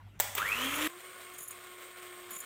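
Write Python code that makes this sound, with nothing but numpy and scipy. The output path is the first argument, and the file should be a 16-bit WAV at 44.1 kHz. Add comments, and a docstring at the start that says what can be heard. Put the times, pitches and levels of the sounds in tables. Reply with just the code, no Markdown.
"""A hand mixer's motor spins up with a throbbing whine, then an edit jumps to full speed at a lower level.
The motor is pulsing noise plus tones that follow the shaft speed. Before it, a switch clicks as short
cracks of noise with an echo. Small metal parts jingle as ringing tones: singly at first, then in two bursts
at full speed. A few soft low bumps and the kitchen's room tone and mains hum complete the scene."""
import sys
import numpy as np
from scipy import signal
from scipy.fft import rfft, irfft
from scipy.io import wavfile
from scipy.ndimage import uniform_filter1d

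SR = 44100
rng = np.random.default_rng(int(sys.argv[2]) if len(sys.argv) > 2 else 0)


def natural_amplitude(level_db):
    """Convert a level in decibels to a linear amplitude factor, elementwise."""
    exponent = np.asarray(level_db, float) / 20
    return 10 ** exponent


def transcribe(u):
    """Save the signal u as a 16-bit wav file named by the first command-line argument.

    u: samples, shape (n,) or (channels, n), limited to [-1, 1]; the rate is SR.
    q: integer samples, one column per channel.
    """
    v = np.clip(np.atleast_2d(u).T, -1, 1)
    q = np.round(v * 32767).astype(np.int16)
    wavfile.write(sys.argv[1], SR, q)


N = 108045  # length in samples


def evened(x):
    """Scales a sound to an rms of 1."""
    return x / np.sqrt(np.mean(x ** 2) + 1e-20)


def read(points, hz):
    """Reads a curve between its points, along a logarithmic pitch axis."""
    point_hz, value = np.transpose(points)
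    return np.interp(np.log(hz + 1), np.log(point_hz + 1), value)


def over_time(table):
    """Turns each column after start_s into a curve with one value per sample."""
    start_s, *columns = np.transpose(table)
    return [np.interp(np.arange(N) / SR, start_s, column) for column in columns]


def add(mix, start_s, sound):
    """Adds a sound to the mix at its start time, cutting off what runs past the end."""
    part = mix[round(start_s * SR):][:len(sound)]
    part += sound[:len(part)]


def drift(per_s):
    """Random wandering of roughly unit size: straight lines between per_s random points a second."""
    return np.interp(np.arange(N) / SR * per_s, np.arange(400), rng.standard_normal(400))


def colour(x, spectrum, patchy_db):
    """Gives x a spectrum whose strength varies in random patches of time and pitch, at an rms of 1."""
    hz, _, z = signal.stft(x, SR, nperseg=1024, noverlap=768)
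    patches = rng.standard_normal(z.shape[::-1]).T
    patches = uniform_filter1d(uniform_filter1d(patches, 8, 0), 8, 1)
    z = z * natural_amplitude(read(spectrum, hz)[:, None] + patchy_db * evened(patches))
    return evened(signal.istft(z, SR, nperseg=1024, noverlap=768)[1][:N])


def tint(x, spectrum):
    """Filters x by a fixed spectrum."""
    hz = np.fft.rfftfreq(len(x), 1 / SR)
    return irfft(rfft(x) * natural_amplitude(read(spectrum, hz)), len(x))


# how long the kitchen's echo takes to die by 60 dB: pitch_hz, t60_s
ROOM_DECAY = [(300, 0.62), (1000, 1), (4000, 0.67), (10000, 0.73), (16000, 0.26)]


def room(x):
    """Diffuse echo: a tail of noise in which each pitch dies away at its own speed."""
    hz, t, z = signal.stft(rng.standard_normal(SR), SR, nperseg=256)
    fall_db = -60 * t / read(ROOM_DECAY, hz)[:, None]
    tail = signal.istft(z * natural_amplitude(fall_db), SR, nperseg=256)[1]
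    return signal.fftconvolve(x, tail / np.linalg.norm(tail))[:N]


# colour of the room tone: pitch_hz, density_db (dB per Hz, relative)
ROOM_TONE = [(12, -33), (30, -5), (60, -11), (80, -15.5), (130, -11), (290, -18.5), (430, -26),
             (2660, -27.5), (4790, -44.5), (15200, -48.5), (16500, -65)]
# mains hum: pitch_hz, level_db (rms before the edit and before its slow waver)
MAINS_HUM = [(50, -64.5), (100, -60.5)]


def kitchen():
    """Room tone is coloured noise; mains hum is a few low tones of wavering strength."""
    t = np.arange(N) / SR
    air = natural_amplitude(-59) * colour(rng.standard_normal(N), ROOM_TONE, patchy_db=3.3)
    for hz, level_db in MAINS_HUM:
        level = np.sqrt(2) * natural_amplitude(level_db + 3 * drift(13.2))
        air = air + level * np.sin(2 * np.pi * hz * t)
    return air


# soft low bumps as the mixer is moved: start_s, peak_db, pitch_hz, length_s
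SOFT_BUMPS = [(.04, -53, 100, 0.039), (1.40, -59, 168, 0.024), (1.478, -68, 215, 0.037),
              (2.31, -60, 224, 0.041), (2.36, -60, 189, 0.017)]


def bumps():
    """Each bump is a few dull cycles that swell and fade under a smooth window."""
    out = np.zeros(N)
    for start_s, peak_db, hz, length_s in SOFT_BUMPS:
        t = np.arange(0, length_s, 1 / SR)
        window = np.sin(np.pi * t / length_s) ** 2
        add(out, start_s, natural_amplitude(peak_db) * window * np.sin(2 * np.pi * hz * t))
    return out


# clicks of the switch: start_s, level_db (relative), brightness_db (treble up and the rest down by this)
SWITCH_CLICKS = [(0.193, -40.5, -4.5), (.2, -10.5, 0), (.205, -19.5, 0), (.351, -20.5, 0), (.372, -38, -11),
                 (0.3798, -26.5, 1.5)]
# colour of the plastic housing: pitch_hz, density_db (dB per Hz, relative)
HOUSING_COLOUR = [(180, -44), (300, -19), (730, -1), (1450, -11.5), (2130, -3.5), (2610, -16), (3470, -6.5),
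                  (5100, -28), (5460, -9.5), (6780, -11), (7760, -1), (10900, -17), (14400, 1), (15400, 5),
                  (16500, -28)]
# colour of the kitchen's echo: pitch_hz, density_db (dB per Hz, relative)
ECHO_COLOUR = [(180, -23), (420, -14), (580, -3), (680, -3), (780, 1), (1000, -4.5), (1270, -8), (2060, -3),
               (2740, -9.5), (3410, -5), (4200, -12.5), (8020, -5.5), (11400, -18), (14900, 2), (15700, -2),
               (16500, -41)]


def tilt(x, brightness_db):
    """Raises what lies above 5500 Hz and lowers what lies below it by the same number of dB."""
    dull = signal.sosfiltfilt(signal.butter(4, 5500, fs=SR, output="sos"), x)
    return dull / natural_amplitude(brightness_db) + (x - dull) * natural_amplitude(brightness_db)


def switch():
    """Each click is a short crack of noise in the colour of the plastic housing; the kitchen echoes it."""
    CRACK_T60_S, ECHO_DB = 0.032, 16.5
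    t = np.arange(3000) / SR
    cracks, taps = np.zeros(N), np.zeros(N)
    for start_s, level_db, brightness_db in SWITCH_CLICKS:
        noise = tilt(rng.standard_normal(len(t)), brightness_db)
        decay = natural_amplitude(level_db - 60 * t / CRACK_T60_S) / 2
        add(cracks, start_s, decay * evened(tint(noise, HOUSING_COLOUR)))
        # a single tap of the same brightness sets off the echo
        tap = tilt(signal.unit_impulse(128, 64), brightness_db)
        add(taps, start_s, natural_amplitude(level_db) * tap / np.linalg.norm(tap))
    return cracks + natural_amplitude(ECHO_DB) * tint(room(taps), ECHO_COLOUR)


# shaft speed, with a jump at the edit: start_s, turns_hz
SHAFT_SPEED = [(.38, 79), (.404, 102), (.45, 148), (.5, 198), (.53, 218), (.57, 238), (.62, 256), (.7, 279),
               (.8, 301), (.875, 315), (.876, 339), (.96, 357.5), (1.03, 366.5), (1.12, 367.5),
               (1.25, 362.5), (1.65, 361.3), (1.8, 360.5), (1.95, 361.6), (2.1, 359.5), (2.27, 357.2),
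               (2.37, 358.5), (2.45, 364)]
# shaft overtones under the roar: multiple (of shaft speed), spin_up_db, running_db (both relative to the roar)
SHAFT_OVERTONES = [(2, -16, -18), (3, -18, -8), (4, -18, -13), (5, -18, -14), (6, -18, -13), (9, -20, -17),
                   (24, -16, -10), (36, -14.5, -25), (48, -18, -34)]


def roar_noise(turn, mains, spectrum):
    """Roar of fan, brushes and gears: churning noise and random ticks, pulsing with mains and shaft."""
    RATTLES_PER_S, CHURNS_PER_S, CHURN_DB = 1500, 70, 1.6
    MAINS_THROB, TURN_THROB = 0.041, 0.25  # depth of each pulse, as a share
    tick_size = natural_amplitude(-np.minimum(rng.exponential(1, N), 3))  # each tick is up to 3 dB down
    ticks = tick_size * (rng.random(N) < RATTLES_PER_S / SR) * rng.choice([-1, 1], N)
    drive = rng.standard_normal(N) + evened(ticks)
    drive = drive * natural_amplitude(CHURN_DB * drift(CHURNS_PER_S))
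    pulse = (1 + MAINS_THROB * mains) * (1 + TURN_THROB * np.cos(turn))
    return colour(drive * pulse, spectrum, patchy_db=1)


def motor(roar_db, shaft_db, whine_db, spectrum, overtone_column):
    """Pulsing roar, a tone at shaft speed with overtones, and the whine of 12 slots passing each turn."""
    SLOTS, THROB_HZ, WHINE_THROB = 12, 100, 0.85
    FUZZ_HZ, FUZZ_DB = 120, -16  # width and level (relative to the roar) of the rough band
    hz, = over_time(SHAFT_SPEED)
    turn = 2 * np.pi * np.cumsum(hz) / SR  # shaft angle in radians
    mains = np.cos(2 * np.pi * THROB_HZ * np.arange(N) / SR)
    growth = np.minimum(hz / 300, 1) ** 4  # overtones grow with speed up to 300 turns a second

    body = roar_noise(turn, mains, spectrum)
    for row in SHAFT_OVERTONES:
        level = natural_amplitude(row[overtone_column] + 3.5 * drift(45))
        blur = 0.8 * drift(60)  # random phase in radians
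        body = body + level * np.cos(row[0] * turn + blur) * growth
    # a rough band around twice the whine's pitch
    fuzz = signal.lfilter([1], [1, -np.exp(-np.pi * FUZZ_HZ / SR)], rng.standard_normal(N))
    body = body + natural_amplitude(FUZZ_DB) * evened(fuzz) * np.cos(2 * SLOTS * turn) * growth

    shaft = np.sqrt(2) * natural_amplitude(shaft_db + 1.2 * drift(25)) * np.cos(turn)
    whine = np.cos(SLOTS * turn + 1.3 * drift(150))
    whine = whine * natural_amplitude(whine_db + 3.5 * drift(90)) * (1 + WHINE_THROB * mains)
    return natural_amplitude(roar_db) * body + shaft + whine


# levels during spin-up: start_s, roar_db, shaft_db (rms), whine_db (peak, before its throb)
SPIN_UP_LEVELS = [(0.382, -25.5, -70, -38), (.395, -37.5, -81, -32.5), (.41, -40, -68.5, -36.5),
                  (.45, -40, -77, -33.5), (.49, -38, -64.5, -33.5), (.53, -38.5, -62, -32.5),
                  (.56, -38.5, -51.5, -40), (.6, -37, -48, -42.5), (0.659, -36.5, -39, -36.5),
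                  (.7, -36, -44, -51), (.8, -34.5, -41.5, -58), (.85, -35, -39, -61), (.87, -35, -40, -49)]
# colour of the roar during spin-up: pitch_hz, density_db (dB per Hz, relative)
SPIN_UP_ROAR = [(70, -48), (120, -19), (300, -18), (405, -11.5), (480, -7), (850, -17), (980, -6),
                (1290, -3), (1540, -8.5), (2000, -5), (2640, -6), (3170, -8), (4700, -23), (8020, -17),
                (10100, -22.5), (15200, -16.5), (16500, -51)]


def spin_up():
    """The motor fades in quickly and gathers speed, with the kitchen's echo behind it."""
    START_S, FADE_S, ECHO_DB = 0.3623, 0.031, -8
    roar_db, shaft_db, whine_db = over_time(SPIN_UP_LEVELS)
    sound = motor(roar_db, shaft_db, whine_db, SPIN_UP_ROAR, overtone_column=1)
    sound = sound * np.clip((np.arange(N) / SR - START_S) / FADE_S, 0, 1)
    return sound + natural_amplitude(ECHO_DB) * room(sound)


# ringing tones of the metal: pitch_hz, level_db (relative), t60_s (time to die by 60 dB)
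METAL_MODES = [(6600, -5, .05), (7040, 0, .06), (8560, -4, .04), (9460, -9, .07), (10050, -3, .06),
               (11000, -1, .05), (12280, -5, .08), (13100, -10, .05), (14050, -6, .06), (14750, -5, .045),
               (15300, -8, .04)]
# jingles: start_s, level_db (of the rattle, before the low cut), loudest_hz, length_s (of the rattle)
METAL_JINGLES = [(0.482, -46, 10950, 0.0084), (0.75, -41, 9460, 0.011), (0.896, -60, 8560, 0.021),
                 (1.336, -51.5, 6600, 0.011), (1.36, -58, 15300, .004), (1.379, -53, 10950, 0.0037),
                 (1.384, -43, 8560, 0.0055), (1.403, -45, 10050, 0.0081), (1.418, -47, 7040, .005),
                 (1.424, -47, 7040, 0.004), (1.43, -45, 10050, 0.011), (1.45, -54, 9460, 0.014),
                 (1.477, -41.5, 10950, 0.0098), (1.490, -58, 14050, .006), (1.507, -42, 8560, 0.0043),
                 (2.306, -43, 10050, 0.012), (2.325, -57.5, 10950, .012), (2.329, -46, 7040, 0.011),
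                 (2.348, -46, 10050, 0.0054), (2.36, -41.5, 7040, 0.0071), (2.379, -46, 14050, 0.011),
                 (2.403, -38.5, 14050, 0.0033), (2.406, -62, 10950, 0.013)]


def jingles():
    """Each jingle is a short rattle of touches that ring the same metal modes in a new mix, one favoured."""
    TOUCHES_PER_S, FAVOUR_DB, SCATTER_DB = 2200, 6, 2.5
    HISS_DB, ECHO_DB = -27, -19
    t, out = np.arange(4000) / SR, np.zeros(N)
    hz, db, t60_s = np.transpose(METAL_MODES)[:, :, None]
    for start_s, level_db, loudest_hz, length_s in METAL_JINGLES:
        level_chance, tune_chance = rng.standard_normal((2, len(hz), 1))
        touches = rng.standard_normal((len(hz), 1000))
        touches = touches * (rng.random(1000) < TOUCHES_PER_S / SR) * (t[:1000] < length_s)
        touches[:, 0] = 1.5  # every jingle begins with a firm touch
        favoured = abs(hz / loudest_hz - 1) < .03
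        mode_db = db + SCATTER_DB * level_chance + FAVOUR_DB * favoured
        mode_hz = hz * (1 + 0.0049 * tune_chance)
        modes = natural_amplitude(mode_db - 60 * t / t60_s) * np.sin(2 * np.pi * mode_hz * t)
        ring = signal.fftconvolve(modes, touches, axes=1).sum(0)
        ring = ring / np.std(ring[:round(length_s * SR) + 100])
        # a bright puff of hiss at the start of the rattle
        hiss = np.diff(rng.standard_normal(len(ring) + 2), 2)
        hiss = hiss * np.exp(-(np.arange(len(ring)) / SR / length_s) ** 2)
        add(out, start_s, natural_amplitude(level_db) * (ring + natural_amplitude(HISS_DB) * hiss))
    out = signal.sosfilt(signal.butter(6, 5900, "high", fs=SR, output="sos"), out)
    return out + natural_amplitude(ECHO_DB) * room(out)


# levels at full speed, after the edit: start_s, roar_db, shaft_db (rms)
FULL_SPEED_LEVELS = [(0.885, -51.5, -60.5), (0.971, -51, -52.5), (1.005, -50, -62), (1.101, -51.5, -55),
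                     (1.133, -50.5, -65), (1.315, -50, -57), (1.481, -57, -68), (1.507, -50.5, -61.5),
                     (1.847, -50.5, -56.5), (1.951, -51, -62), (1.987, -50.5, -54), (2.213, -50, -54),
                     (2.283, -52, -54), (2.369, -49, -61), (2.379, -57.5, -60), (2.405, -54.5, -76),
                     (2.435, -50, -63), (2.45, -51, -63)]
# colour of the roar at full speed: pitch_hz, density_db (dB per Hz, relative)
FULL_SPEED_ROAR = [(71, -55), (120, -22.5), (297, -16.5), (358, -13.5), (413, -11), (720, -10),
                   (867, -20.5), (1090, -5), (1210, -8), (1940, -10.5), (2150, -7), (2640, -12.5),
                   (3240, -12), (5000, -23), (6140, -24), (8360, -14), (10100, -25), (15200, -17.5),
                   (16500, -33)]


def full_speed():
    """The motor at full speed, at the lower level after the edit: roar and shaft tones, no slot whine."""
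    roar_db, shaft_db = over_time(FULL_SPEED_LEVELS)
    return motor(roar_db, shaft_db, -np.inf, FULL_SPEED_ROAR, overtone_column=2)


def scene():
    """Joins the spin-up to the full-speed stretch with a 1 ms crossfade; jingles and bumps lie over both."""
    CUT_S, CUT_DB = 0.8755, -17  # the level drops at the edit, room tone and hum included
    air = kitchen()
    before = air + switch() + spin_up()
    after = full_speed() + natural_amplitude(CUT_DB) * air
    fade = np.clip((np.arange(N) / SR - CUT_S) / .001, 0, 1)
    mix = (1 - fade) * before + fade * after + jingles() + bumps()
    return np.array([mix, mix])  # the same sound left and right


def roll_off(x):
    """The treble ends steeply here."""
    return signal.sosfilt(signal.butter(12, 16830, fs=SR, output="sos"), x)


def record(dry):
    """The microphone's low cut at 40 Hz, then a steep band limit at 16300 Hz."""
    x = signal.sosfilt(signal.butter(2, 40, "high", fs=SR, output="sos"), dry)
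    band_limit = signal.firwin(511, 16300, window=("kaiser", 9), fs=SR)
    x = signal.oaconvolve(x, band_limit[None], "same")
    return roll_off(x)


dry = scene()
out = record(dry)
transcribe(out)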